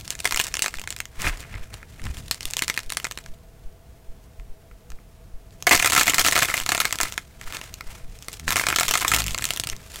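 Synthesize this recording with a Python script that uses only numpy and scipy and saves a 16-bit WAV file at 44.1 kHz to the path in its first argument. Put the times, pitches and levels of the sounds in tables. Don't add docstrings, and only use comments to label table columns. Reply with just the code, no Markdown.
import sys
import numpy as np
from scipy import signal
from scipy.fft import rfft, irfft
from scipy.io import wavfile
from scipy.ndimage import uniform_filter1d

SR = 44100
rng = np.random.default_rng(int(sys.argv[2]) if len(sys.argv) > 2 else 0)


def store_pcm(level_fs):
    pcm = np.round(np.clip(level_fs, -1, 1) * 32767).astype(np.int16)
    wavfile.write(sys.argv[1], SR, np.atleast_2d(pcm).T)


N = 441000


def amp(db):
    return 10 ** (np.asarray(db) / 20)


def rms_one(x):
    return x / np.sqrt(np.mean(x ** 2) + 1e-20)


def ring(x, hz, t60_s):
    radius = amp(-60 / (t60_s * SR))
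    w = 2 * np.pi * hz / SR
    return signal.lfilter([0, np.sin(w)], [1, -2 * radius * np.cos(w), radius ** 2], x + 1e-18)


def band(x, low_hz, high_hz):
    sos = signal.butter(2, [low_hz, high_hz], "band", fs=SR, output="sos")
    return signal.sosfilt(sos, x)


def drift(rate_hz):
    pole = np.exp(-2 * np.pi * rate_hz / SR)
    noise = rng.standard_normal(N + SR)
    settled = signal.lfilter([1], [1, -2 * pole, pole ** 2], noise)[SR:]
    return rms_one(settled)


NEW_SHAPE_S = 4.0
RUN_TAU_S = 0.0045


def strike(at, sizes, modes, spread_db, tear_s, run_on=0):
    out, t = np.zeros(N), np.arange(900) / SR
    tear, run = [np.exp(-t / tau_s) / np.sqrt(tau_s * SR / 2) for tau_s in (tear_s, RUN_TAU_S)]
    luck = rng.standard_normal((len(at), len(modes)))
    on_lump = at < NEW_SHAPE_S * SR
    for (hz, lump_db, hollow_db, t60_s), own in zip(modes, luck.T):
        size = sizes * amp(np.where(on_lump, lump_db, hollow_db) + spread_db * own)
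        if hz < 800:
            size = size * np.minimum(run_on, 1) ** 0.48
        starts = np.zeros((2, N))
        np.add.at(starts, (slice(None), at), [size, size * run_on])
        push = signal.oaconvolve(starts, [tear, run], axes=1)[:, :N].sum(0)
        out += ring(push * rng.standard_normal(N), hz, t60_s)
    return out


# [t/s, splinter drive level/dB, shell drive level/dB], relative to the modes
FRACTURES = [(0.0783, -18, -41), (0.105, -9, -33),  (0.1523, -26, -26), (0.191, -23.5, -40),
             (0.2031, -14.5, -36), (0.2452, -15.5, -21), (0.254, -4, -7), (0.2747, -13, -22),
              (0.3098, -17, -18), (0.3232, -10, -10.5), (0.345, -12.5, -17),  (0.361, -9, -16.5),
             (0.3733, -8.5, -12), (0.394, -12, -25), (0.3987, -3, -10), (0.413, -10, -36),
              (0.445, -22, -39), (0.4682, -17, -23.5),  (0.541, -11, -14.5),  (0.5536, -16, -40),
             (0.5693, -16.5, -19), (0.593, -11, -29),  (0.6213, 2.5, -18),  (0.6429, -17, -17.5),
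             (0.6609, -12, -12), (0.6814, -16, -18.5), (0.7405, -25, -23), (0.755, -29, -37),
             (0.786, -30, -26), (0.796, -21, -37), (0.8157, -21.5, -45),  (0.8387, -28, -26.5),
             (0.8748, -20.5, -16.5), (0.905, -15.5, -41),  (0.9255, -23.5, -29), (0.9642, -22, -23),
              (0.988, -29, -45), (1.0032, -11.5, -23.5), (1.055, -27, -31), (1.219, -16.5, -23),
             (1.257, -40, -26), (1.268, -32, -11), (1.2738, -39, -10.5), (1.2953, -42, -18.5),
             (1.5409, -46, -25), (1.741, -26.5, -37), (1.829, -42, -29.5), (1.996, -44, -38),
             (2.018, -38, -31), (2.054, -31, -28), (2.067, -33, -22), (2.17, -27.5, -36),
             (2.2826, -25.5, -36), (2.3115, -3, -18), (2.3449, -19.5, -39), (2.4076, -19.5, -49),
             (2.43, -22, -40), (2.4545, -12, -29), (2.5032, -25, -45), (2.509, -18.5, -42),
             (2.5356, -14, -30), (2.5682, -9, -20), (2.592, -9, -22), (2.6216, -9, -9.5),
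              (2.6805, -12, -21),  (2.6989, -8, -14), (2.7415, -21, -32), (2.7758, -13, -14),
             (2.7911, -19, -23), (2.9022, -16, -23), (2.922, -13, -20),  (2.9345, -22, -39),
             (2.9705, -8.5, -12), (2.9999, -20.5, -24), (3.0444, -14, -20.5), (3.0514, -22, -17),
             (3.0686, -17.5, -36), (3.112, -20, -22.5), (3.121, -23, -37), (3.175, -18, -21.5),
              (3.1873, -26, -32), (3.2615, -35, -28.5), (4.24, -48, -60), (4.3975, -44, -38.5),
             (4.713, -53, -38.5), (4.903, -35, -39), (4.9189, -36, -34), (4.987, -66, -41),
             (5.6247, -17, -40), (5.6686, 0, 1.5), (5.6935, 0, -46), (5.7101, -4, 11.5), (5.7237, 3, -14),
             (5.7299, 0, 1), (5.7468, -7, -1.5), (5.7518, 2.5, -22), (5.7758, -10, -13),
             (5.7979, -4.5, -7.5),  (5.825, -6, -6.5), (5.8459, -7, -3.5),  (5.859, -0.5, -5),
             (5.874, -6, -9), (5.8995, -9, -12), (5.921, -5, -9.5), (5.9327, -3, -11), (5.95, -2, -11.5),
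             (5.963, -2, -3), (5.9772, 2, -2.5), (5.9955, 6, -29), (6.0106, 0, -3.5), (6.07, -9, -10),
             (6.0792, -2.5, -5), (6.096, -1, -14.5),  (6.1356, -17, -11), (6.144, 2, -9.5),
             (6.1822, -5, -5.5), (6.194, 1.5, -4),  (6.248, -4.5, -8), (6.2632, -3.5, -5.5),
             (6.2839, -2, -6.5),  (6.3237, -9, -9), (6.3557, -8, -8.5), (6.3632, -6.5, -5.5),
             (6.3768, -6, -6.5), (6.3896, -2, -17), (6.4226, -6, -4), (6.43, -4.5, -9),  (6.4858, -32, -13),
             (6.5013, -20, -22),  (6.5408, -6, -8.5), (6.5702, -17, -24), (6.5776, -11.5, -21),
             (6.636, -22, -36), (6.6627, -12.5, -16.5), (6.691, -4.5, -8.5), (6.719, -5, -5.5),
             (6.7487, -6.5, -11.5),  (6.7778, -13, -11), (6.802, -2, -7.5),  (6.853, -2.5, -10.5),
             (6.9084, -22, -23), (6.926, -8, -10),  (6.9566, -16.5, -31), (6.9868, -15, -21),
             (7.0026, -14, -9), (7.0119, -6, -11), (7.032, -8.5, -14),  (7.0524, -30, -42),
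             (7.1234, -17.5, -31), (7.1781, -15, -13.5), (7.413, -26, -24), (7.5244, -20, -26),
              (7.5477, -24, -24), (7.5686, -21, -26), (7.614, -24.5, -23.5), (7.7408, -19.5, -45.5),
             (7.8086, -26, -23), (8.1887, -31, -64), (8.2246, -27.5, -53), (8.2839, -16.5, -20.5),
             (8.3301, -21.5, -47), (8.397, -24, -32), (8.4793, -14, -10.5), (8.4915, -15, -22),
             (8.5055, -8, -12),  (8.515, -15, -12.5), (8.523, -11, -13), (8.5583, -11, -8),
             (8.5667, -3.5, -10.5), (8.588, -13, -21), (8.5966, -9, -12),  (8.6374, -27, -12),
             (8.6676, -9.5, -8), (8.6864, -7.5, -8.5), (8.7019, -12, -15),  (8.7265, -20, -9.5),
             (8.7606, 1, -10),  (8.7859, -4, -8), (8.798, -2, -17), (8.809, -7, -8.5), (8.8324, -8, -26),
              (8.8816, -6.5, -13), (8.9103, 1, -15), (8.9384, -3.5, -7), (8.9538, -7, -8.5),
             (8.979, -16, -26), (9.0087, -16, -24), (9.025, -24, -12), (9.0481, -18, -7.5), (9.08, 4, -26),
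             (9.1165, -8, -3.5), (9.1366, -4, -5.5), (9.1456, 4, -33),  (9.163, -3, -16), (9.186, -10, -21),
             (9.2038, -16, -21), (9.2199, -14, -32), (9.241, -14, -37), (9.2648, -13.5, -27),
              (9.2813, -15, -22), (9.3462, -12, -13.5),  (9.3787, -18, -28), (9.3856, -13, -41),
             (9.423, -15.5, -19), (9.4418, -10, -19), (9.4533, -7.5, -37), (9.489, -20, -26),
             (9.5062, -6, -17),  (9.5362, -16.5, -34),  (9.5621, -18, -37), (9.5736, -15, -28),
             (9.5984, -8.5, -30), (9.6371, -15, -22), (9.672, -12.5, -30),  (9.6899, -19, -48),
             (9.699, -12.5, -32), (9.765, -30, -47), (9.9588, -21.5, -34)]
# [f/Hz, relative level on lump/dB, on hollow shape/dB, t60/s]
SPLINTER_MODES = [(2835, -5.5, -6.5, 0.0047), (3465, -5.5, -5.5, 0.0035), (4310, -3, -4, 0.0025),
                  (5460, -2.5, -4.5, 0.0017), (6490, -3.5, -4, 0.0026), (7430, 0, 0, 0.0019),
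                  (8900, -2, -2.5, 0.0013), (10000, -13, -29, 0.0012), (12450, -5.5, -1, 0.00063),
                  (14360, -13, -10, 0.0021)]
# [f/Hz, relative level on lump/dB, on hollow shape/dB, t60/s]
SHELL_MODES = [(312, -47, -22, 0.028), (709.6, -22, -13, 0.031), (1065, -14, -11.5, 0.017),
               (1324, -11, -5.5, 0.016), (1754, -0.5, -2.5, 0.0077), (2115, 2, 2, 0.0061),
               (2480, -6.5, -8, 0.012)]


def snaps():
    s, splinter_db, shell_db = np.transpose(FRACTURES)
    at = (s * SR).astype(int)
    run_on = np.minimum(amp(0.98 * shell_db + 1.0), 1.5)
    splinters = strike(at, amp(splinter_db), SPLINTER_MODES, spread_db=2.5, tear_s=0.0006, run_on=run_on)
    shell = strike(at, amp(shell_db - 3), SHELL_MODES, spread_db=2.0, tear_s=0.00092, run_on=run_on)
    return splinters + shell


WAKE_TAU_S, WAKE_SHARE, WAKE_LIMIT_DB = 0.025, 0.42, 6


def wake():
    s, splinter_db, shell_db = np.transpose(FRACTURES)
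    jolts = np.zeros(N)
    jolts[(s * SR).astype(int)] = amp(splinter_db) + amp(shell_db)
    recent = signal.lfilter([1], [1, -np.exp(-1 / (WAKE_TAU_S * SR))], jolts + 1e-12)
    over_db = 20 * np.log10(recent / uniform_filter1d(recent, size=SR // 2))
    return np.clip(WAKE_SHARE * over_db, -WAKE_LIMIT_DB, WAKE_LIMIT_DB)


LET_GO_DB_PER_S, SAG_EXPONENT = 250, 1.96
# [start t/s, hardest t/s, let-go t/s, base crackle level at hardest/dB, at let-go/dB]
THUMB_PRESSES = [(-0.3, 0.396, 1.025, -40, -55.5), (2.19, 2.576, 3.25, -43.5, -59),
                 (5.67, 5.855, 7.19, -25, -42), (8.37, 8.73, 9.72, -28.5, -48.5)]


def pressure():
    t, out = np.arange(N) / SR, 1e-6
    for start_s, hard_s, end_s, hard_db, end_db in THUMB_PRESSES:
        build = np.clip((t - start_s) / (hard_s - start_s), 0, 1)
        sag = np.clip((t - hard_s) / (end_s - hard_s), 0, 1) ** SAG_EXPONENT
        let_go_db = LET_GO_DB_PER_S * np.maximum(t - end_s, 0)
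        out = out + build * amp(hard_db + (end_db - hard_db) * sag - let_go_db)
    return 20 * np.log10(out)


def crackle(level_db, regrip, clumps, modes, per_s, uneven_db, rub_db, rub_top_db):
    at = np.flatnonzero(rng.random(N) < per_s * amp(6.0 * clumps) / SR)
    sizes = amp(uneven_db * np.minimum(rng.exponential(1, N), 4)[at])
    grains = rms_one(strike(at, sizes, modes, spread_db=2.0, tear_s=0.00054))
    rub = rms_one(sum(amp(1.2 * lump_db) * ring(rng.standard_normal(N), hz, t60_s / 4)
                      for hz, lump_db, _, t60_s in modes))
    capped_db = np.minimum(level_db, rub_top_db + 18 * regrip)
    rubbing_db = capped_db + rub_db + 4.34 * regrip + 4.0 * clumps
    return amp(level_db - 3.8 * regrip) * grains + amp(rubbing_db) * rub


SHIFT_RISE_SHARE = 0.85
HANDS_EMPTY_S = (3.33, 5.5)
HELD_DB, IDLE_DB = (-61.5, -67, -47.5), (-73, -83, -50)
# [peak t/s, length/s, base level/dB of fine rustle, of dull rustle, of rumble]
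GRIP_SHIFTS = [(0.0, 0.054, -40.5, -60, -36), (1.222, 0.031, -35, -35, -37),
               (1.277, 0.044, -34, -26.5, -27.5), (1.407, 0.052, -44, -46, -55),
               (1.556, 0.052, -52.5, -40.5, -36.5), (1.74, 0.032, -51, -47, -39),
               (1.831, 0.018, -59, -47.5, -50), (2.064, 0.07, -47, -44.5, -32.5),
               (2.19, 0.15, -48.5, -56, -42.5), (4.41, 0.036, -72, -70, -48), (7.46, 0.034, -45, -47, -55),
               (7.54, 0.078, -41.5, -39.5, -52), (7.651, 0.09, -47.5, -47.5, -52),
               (7.929, 0.075, -45.5, -46, -48), (8.133, 0.08, -67, -67, -47), (8.325, 0.13, -48, -72, -57),
               (9.39, 0.11, -48, -55, -37.5), (9.73, 0.13, -52, -50, -41), (9.99, 0.099, -42, -53, -47)]


def shifting():
    t = np.arange(N) / SR
    is_empty = (t > HANDS_EMPTY_S[0]) & (t < HANDS_EMPTY_S[1])
    empty = uniform_filter1d(1. * is_empty, size=SR // 8)
    power = amp(np.outer(HELD_DB, 1 - empty) + np.outer(IDLE_DB, empty)) ** 2
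    for s, length_s, *level_db in GRIP_SHIFTS:
        u = (t - s) / length_s
        shape = np.exp(np.minimum(u, 0) / SHIFT_RISE_SHARE) / (1 + np.maximum(u, 0)) ** 2
        power = power + np.outer(amp(level_db), shape) ** 2
    return power


# [t/s, envelope peak level/dB, f/Hz]
SOFT_BUMPS = [(1.25, -22, 32.7), (1.299, -21, 32), (1.549, -25.5, 48.7), (2.07, -27, 59.2),
              (2.1, -23, 59.2), (4.389, -30, 37), (4.716, -37, 48.4), (4.898, -33, 47.8), (8.089, -30, 32),
              (9.6, -30.5, 121), (9.66, -31, 126)]


def handling(rumble_db):
    rumble = rms_one(band(rng.standard_normal(N), 12.6, 114.0))
    out = amp(rumble_db + 0.89 * drift(4.2)) * rumble
    t = np.arange(SR // 8) / SR
    for s, peak_db, hz in SOFT_BUMPS:
        i = round(s * SR)
        decay = np.exp(-(t * hz / 1.5) ** 2)
        out[i:i + len(t)] += amp(peak_db) * np.sin(2 * np.pi * hz * t) * decay
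    return out


# [start t/s, end t/s, first f/Hz, last f/Hz, fundamental level/dB]
CLAY_GROANS = [(8.365, 8.639, 72.7, 96.1, -38.5), (9.056, 9.362, 59.6, 46.1, -30)]


def groans():
    out = np.zeros(N)
    for start_s, end_s, first_hz, last_hz, db in CLAY_GROANS:
        i, n = round(start_s * SR), round((end_s - start_s) * SR)
        phase = 2 * np.pi * np.cumsum(np.linspace(first_hz, last_hz, n)) / SR
        stack = sum(amp(-5.5 * k) * np.sin((k + 1) * phase) for k in range(5))
        out[i:i + n] += amp(db) * signal.windows.tukey(n, .6) * stack
    return out


SWELL_CYCLE_S, SWELL_UP_S = .842, .431
SWELL_PEAK_DB, SWELL_TAU_S = -26.5, 0.0076
# [first t/s, pulse count]
LOW_SWELLS = [(.333, 8), (3.652, 11), (8.034, 5)]


def swells():
    out = np.zeros(N)
    u = np.arange(SR // 8) / SR / SWELL_TAU_S
    pulse = amp(SWELL_PEAK_DB) * (u / 2) ** 2 * np.exp(2 - u)
    for first_s, count in LOW_SWELLS:
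        for k in range(int(count)):
            i = round((first_s + k // 2 * SWELL_CYCLE_S + k % 2 * SWELL_UP_S) * SR)
            out[i:i + len(u)] -= (-1) ** k * pulse
    return out


ROOM_T60_S, ROOM_DB = 0.092, -15


def room(x):
    t = np.arange(SR // 3) / SR
    tail = rng.standard_normal(len(t)) * amp(-60 * t / ROOM_T60_S) * (t > .002)
    tail = band(tail, 187, 17000)
    return signal.oaconvolve(x, tail / np.linalg.norm(tail))[:N]


AIR_RMS_DB = -58.5
# [f/Hz, relative density level/dB]
AIR_SPECTRUM = [(24, -8), (40, 10.5), (114, -13), (333, -15.5), (461, -7.5), (591, -19.5), (653, -18.5),
                (722, -15.5), (1080, -19.5), (4130, -28), (15500, -31)]
# [f/Hz, width/Hz, rms level/dB]
HUM_BANDS = [(491.4, 12, -71), (657.4, 42, -63)]


def room_tone():
    hz, table = np.fft.rfftfreq(N, 1 / SR) + 1, np.array(AIR_SPECTRUM)
    shape_db = np.interp(np.log(hz), np.log(table[:, 0]), table[:, 1])
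    air = irfft(rfft(rng.standard_normal(N)) * amp(shape_db), N)
    air /= np.std(band(air, 200, 15500))
    hum = sum(amp(db) * rms_one(band(rng.standard_normal(N), f - width / 2, f + width / 2))
              for f, width, db in HUM_BANDS)
    return amp(AIR_RMS_DB) * air + hum


LOUD_DB, DULL_AT_LOUD_DB, RUMBLE_AT_LOUD_DB = -26, -29, -43.5
DULL_PER_FINE, RUMBLE_PER_FINE = 1.15, 1


def scene():
    over_db, clumps, wake_db = pressure() - LOUD_DB, drift(45), wake()
    pressed_db = [LOUD_DB + over_db + wake_db,
                  DULL_AT_LOUD_DB + DULL_PER_FINE * over_db + wake_db,
                  RUMBLE_AT_LOUD_DB + RUMBLE_PER_FINE * over_db]
    pressed = amp(pressed_db) ** 2
    total = pressed + shifting()
    fine_db, dull_db, rumble_db = 10 * np.log10(total)
    regrip = 1 - pressed[0] / total[0]
    fine = crackle(fine_db, regrip, clumps, SPLINTER_MODES,
                   per_s=170, uneven_db=5.5, rub_db=-4.5, rub_top_db=-31.5)
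    dull = crackle(dull_db, regrip, clumps, SHELL_MODES[2:],
                   per_s=200, uneven_db=5.0, rub_db=-6.5, rub_top_db=-54)
    crust = snaps() + fine + dull
    hands = handling(rumble_db) + groans()
    return (crust + amp(ROOM_DB) * room(crust) + hands + swells() + room_tone())[None]


OVERLOAD, CUTOFF_HZ = .33, 16500


def record(dry):
    flat = dry / (1 + np.abs(dry / OVERLOAD) ** 5) ** .2
    low_pass = signal.cheby2(10, 35, CUTOFF_HZ, fs=SR, output="sos")
    return signal.sosfiltfilt(low_pass, flat)


dry = scene()
out = record(dry)
store_pcm(out)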